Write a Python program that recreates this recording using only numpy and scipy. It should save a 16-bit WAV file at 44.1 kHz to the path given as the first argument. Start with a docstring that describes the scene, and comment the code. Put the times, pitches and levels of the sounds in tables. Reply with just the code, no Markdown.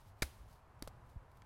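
"""In a quiet forest, a wooden stick strikes a tree trunk: one hard crack, two light knocks, a faint tap.
Each impact crushes bark, excites the damped modes of the stick and gives a dull thud; ground and trees
scatter the sound back as a diffuse tail. Dry leaves stir underfoot and a foot lands with a deep thump,
while light wind rumbles under a distant hush."""
import sys
import numpy as np
from scipy import signal
from scipy.fft import rfft, irfft
from scipy.io import wavfile

SR = 44100
rng = np.random.default_rng(int(sys.argv[2]) if len(sys.argv) > 2 else 0)


def pcm_store(signal):
    """Save signal as 16-bit PCM."""
    levels = np.round(np.clip(np.atleast_2d(signal), -1, 1) * 32767)
    wavfile.write(sys.argv[1], SR, levels.astype(np.int16).T)


N = 63945
T = np.arange(N) / SR

# Spectra of the distant hush and the wind. Each row: frequency in Hz, relative density in dB.
HUSH_SPECTRUM = [(100, -8.5), (300, -5), (600, -1), (950, 2), (1500, -6.5), (2200, -14), (3500, -22.5),
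                 (6000, -28.5), (13000, -31.5), (16000, -44)]
WIND_SPECTRUM = [(15, -10.5), (35, 0), (75, -1.5), (115, -0.5), (160, -13.5), (260, -20.5), (600, -44.5),
                 (2000, -80)]
# Slow course of their levels. Each row: time in seconds, level in dB.
HUSH_LEVELS = [(0, -68.5), (0.4, -67.5), (0.65, -67.5), (0.92, -65.5), (1.15, -67), (1.45, -67.5)]
WIND_LEVELS = [(0, -65), (0.08, -60.5), (0.15, -65), (0.3, -61.5), (0.52, -57), (0.6, -65.5), (0.78, -62),
               (0.92, -59.5), (1.05, -59.5), (1.3, -65.5), (1.45, -58.5)]
# Leaves stirred by shifts of weight. Each row: centre in seconds, half width in seconds, level in dB.
LEAF_SWELLS = [(0.0, 0.03, -75), (0.076, 0.05, -75), (0.20, .04, -79), (0.529, 0.058, -73.5),
               (0.844, 0.021, -72.5), (1.10, 0.055, -79.5), (1.38, 0.077, -84.5)]
# Snapping leaves and twigs. Each row: start in seconds, level in dB.
TWIG_SNAPS = [(0.527, -66.5), (0.793, -71.5), (1.315, -73), (1.371, -70)]
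# Spectra of dry leaves, crushed bark and the woody body under a thud.
# Each row: frequency in Hz, relative density in dB.
LEAF_SPECTRUM = [(500, -7), (2000, -1), (4500, 0.5), (7500, -4), (12500, -2.5), (16000, -9)]
BARK_SPECTRUM = [(200, -8), (900, -3.5), (1800, -1), (2800, -3.5), (4500, 2.5), (7000, -2.5), (11000, -3),
                 (13500, -4.5), (16000, -13.5)]
BODY_SPECTRUM = [(100, -6), (300, 2), (700, -4.5), (1000, -7), (1300, -1.5), (1700, -20), (6000, -60)]
# Contacts of stick and trunk; in the first three the hard blow bites, lands fully and slaps again.
# Each row: start in seconds, ring level in dB, ring roll-off in Hz, crunch level in dB,
# crunch cutoff in Hz, rise of crunch and body in seconds, crunch t60 in seconds, thud level in dB,
# thud frequency in Hz, thud t60 in seconds, body level in dB, echo gain in dB.
STICK_CONTACTS = [(0.2209, -43.5, 9000, -33, 13000, .0012, 0.0081, -34.5, 1140, 0.0066, -44, 1.5),
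                  (0.2226, -38.5, 9000, -30.5, 13700, 0.00032, 0.023, -21, 170, 0.011, -36.5, 0.5),
                  (0.2268, -37, 2700, -39, 14500, 0.00051, 0.043, -38, 698, .016, -44, 1.5),
                  (0.8233, -61.5, 7000, -39, 15800, .0008, 0.01, -34.5, 279, 0.02, -41.5, -3),
                  (0.8750, -62, 1400, -51, 15800, 0.00028, 0.037, -38, 620, .013, -42.5, -13),
                  (1.4198, -66, 2600, -53.5, 6000, 0.0006, .008, -48.5, 1400, .004, -61.5, -6)]
# Modes of the hand-held stick. Each row: frequency in Hz, relative level in dB, t60 in seconds.
STICK_MODES = [(384, -12, 0.063), (644, -14.5, 0.066), (754, -12, 0.047), (1150, -3.5, 0.017),
               (1360, -5.5, .038), (1533, -0.5, 0.032), (1767, -2, 0.039), (2070, 1.5, 0.031),
               (2272, 4, 0.031), (2447, -4.5, 0.019), (3205, -4.5, 0.034), (3896, 5, .018),
               (4630, -7.5, 0.039), (4910, 4.5, 0.019), (6480, -4, 0.028)]
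# Scattering by the ground and near trunks, then by far trees.
# Each row: gain in dB, rise in seconds, t60 in seconds.
ECHO_TAILS = [(-19.5, 0.0084, 0.17), (-23.5, .025, 0.77)]
# Spectrum of the scattered sound. Each row: frequency in Hz, relative density in dB.
ECHO_SPECTRUM = [(60, -5), (200, 3.5), (450, 9), (900, -2.5), (1800, 2.5), (3000, 0.5), (5000, -1),
                 (7500, -5), (11000, -3), (16000, -10)]
# Deep thumps of blows and feet.
# Each row: start in seconds, level in dB, frequency in Hz, rise in seconds, t60 in seconds.
DEEP_THUMPS = [(0.2211, -35.5, 38, 0.0018, 0.096), (0.2290, -37, 68.1, .004, 0.19),
               (0.396, -47.5, 56.6, 0.012, 0.15), (0.823, -48, 44.3, 0.0038, 0.14),
               (0.876, -45.5, 39, 0.0042, 0.079), (1.157, -37.5, 79.8, 0.007, .05),
               (1.163, -39.5, 43, 0.0035, 0.11)]


def from_db(db):
    """Amplitude grows tenfold with every 20 dB."""
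    return 10 ** (np.asarray(db) / 20)


def noise(spectrum):
    """Spectral weighting turns white noise into coloured noise, scaled to unit rms."""
    hz, db = np.transpose(spectrum)
    bin_hz = np.maximum(np.arange(N // 2 + 1) * SR / N, 1)
    gain = from_db(np.interp(np.log(bin_hz), np.log(hz), db))
    coloured = irfft(rfft(rng.standard_normal(N)) * gain, N)
    return coloured / coloured.std()


def flicker(per_second):
    """Interpolation between random values, limited to +-2, gives a continuous fluctuation."""
    points = np.clip(rng.standard_normal(N), -2, 2)
    return np.interp(T * per_second, np.arange(N), points)


def burst(start, rise, t60):
    """Exponential decay, 60 dB in t60 seconds, follows a linear rise."""
    age = np.maximum(T - start, 0)
    rise = max(rise, 1 / SR)
    decay_db = -60 * np.minimum(np.maximum(age - rise, 0) / t60, 5)
    return np.minimum(age / rise, 1) * from_db(decay_db)


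def ring(start, hz, t60, rise=0):
    """A damped oscillator vibrates freely as a decaying sine."""
    return burst(start, rise, t60) * np.sin(2 * np.pi * hz * (T - start))


def hush_and_wind(gust_db=1.5, gusts_per_s=12):
    """Amplitude modulation of two noises: the far hush drifts slowly, the wind swells in gusts."""
    hush_db = np.interp(T, *np.transpose(HUSH_LEVELS))
    wind_db = np.interp(T, *np.transpose(WIND_LEVELS)) + gust_db * flicker(gusts_per_s)
    return from_db(hush_db) * noise(HUSH_SPECTRUM) + from_db(wind_db) * noise(WIND_SPECTRUM)


def leaves(grain_db=2, grains_per_s=170):
    """Leaf litter under shifting weight radiates granular noise, in swells and small snaps."""
    swells = sum(from_db(db) * np.exp(-((T - centre) / width) ** 2) for centre, width, db in LEAF_SWELLS)
    snaps = sum(from_db(db) * burst(start, rise=0.00061, t60=0.023) for start, db in TWIG_SNAPS)
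    return (swells + snaps) * noise(LEAF_SPECTRUM) * from_db(grain_db * flicker(grains_per_s))


def knock(contact, grain_db=3, grains_per_s=1500, mode_spread_db=1.4):
    """Impact excitation: a contact crushes bark, rings the stick's modes and gives a woody thud."""
    (start, ring_db, rolloff_hz, crunch_db, crunch_hz, rise, crunch_t60,
     thud_db, thud_hz, thud_t60, body_db) = contact
    bark = noise(BARK_SPECTRUM) * from_db(grain_db * flicker(grains_per_s))
    lowpass = signal.butter(2, crunch_hz, fs=SR, output="sos")
    crunch = signal.sosfilt(lowpass, from_db(crunch_db) * burst(start, rise, crunch_t60) * bark)
    modes = np.zeros(N)
    for k, (hz, db, t60) in enumerate(STICK_MODES):
        rolloff = 1 / np.sqrt(1 + (hz / rolloff_hz) ** 4)  # a soft contact barely excites high modes
        gain = from_db(ring_db + db + mode_spread_db * rng.standard_normal())
        modes += (-1) ** k * rolloff * gain * ring(start, hz, t60)
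    body = from_db(body_db) * noise(BODY_SPECTRUM) * burst(start, rise, t60=0.018)
    thud = from_db(thud_db) * ring(start, thud_hz, thud_t60)
    return crunch + modes + body + thud


def forest_echo(sound):
    """Diffuse scattering: countless echoes add in energy to a hiss with a short and a faint long tail."""
    energy_response = np.zeros(N)
    for db, rise, t60 in ECHO_TAILS:
        tail = burst(0, rise, t60) ** 2
        energy_response += from_db(db) ** 2 * tail / tail.sum()
    energy = signal.fftconvolve(sound ** 2, energy_response)[:N]
    return np.sqrt(np.maximum(energy, 0)) * noise(ECHO_SPECTRUM)


def thumps():
    """Heavy damping lets trunk and soft ground answer blows and feet with only a few deep cycles."""
    return sum(from_db(db) * ring(start, hz, t60, rise) for start, db, hz, rise, t60 in DEEP_THUMPS)


def scene():
    """By superposition, knocks, echoes, thumps, leaves and air add in one channel."""
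    knocks, echo_input = np.zeros(N), np.zeros(N)
    for *contact, echo_db in STICK_CONTACTS:
        sound = knock(contact)
        knocks += sound
        echo_input += from_db(echo_db) * sound
    return (knocks + forest_echo(echo_input) + thumps() + leaves() + hush_and_wind())[None]


def record(dry):
    """Band limiting: an elliptic low-pass filter cuts the highest treble steeply."""
    cutoff_hz = 15900
    return signal.sosfilt(signal.ellip(10, .1, 80, cutoff_hz, fs=SR, output="sos"), dry)


dry = scene()
out = record(dry)
pcm_store(out)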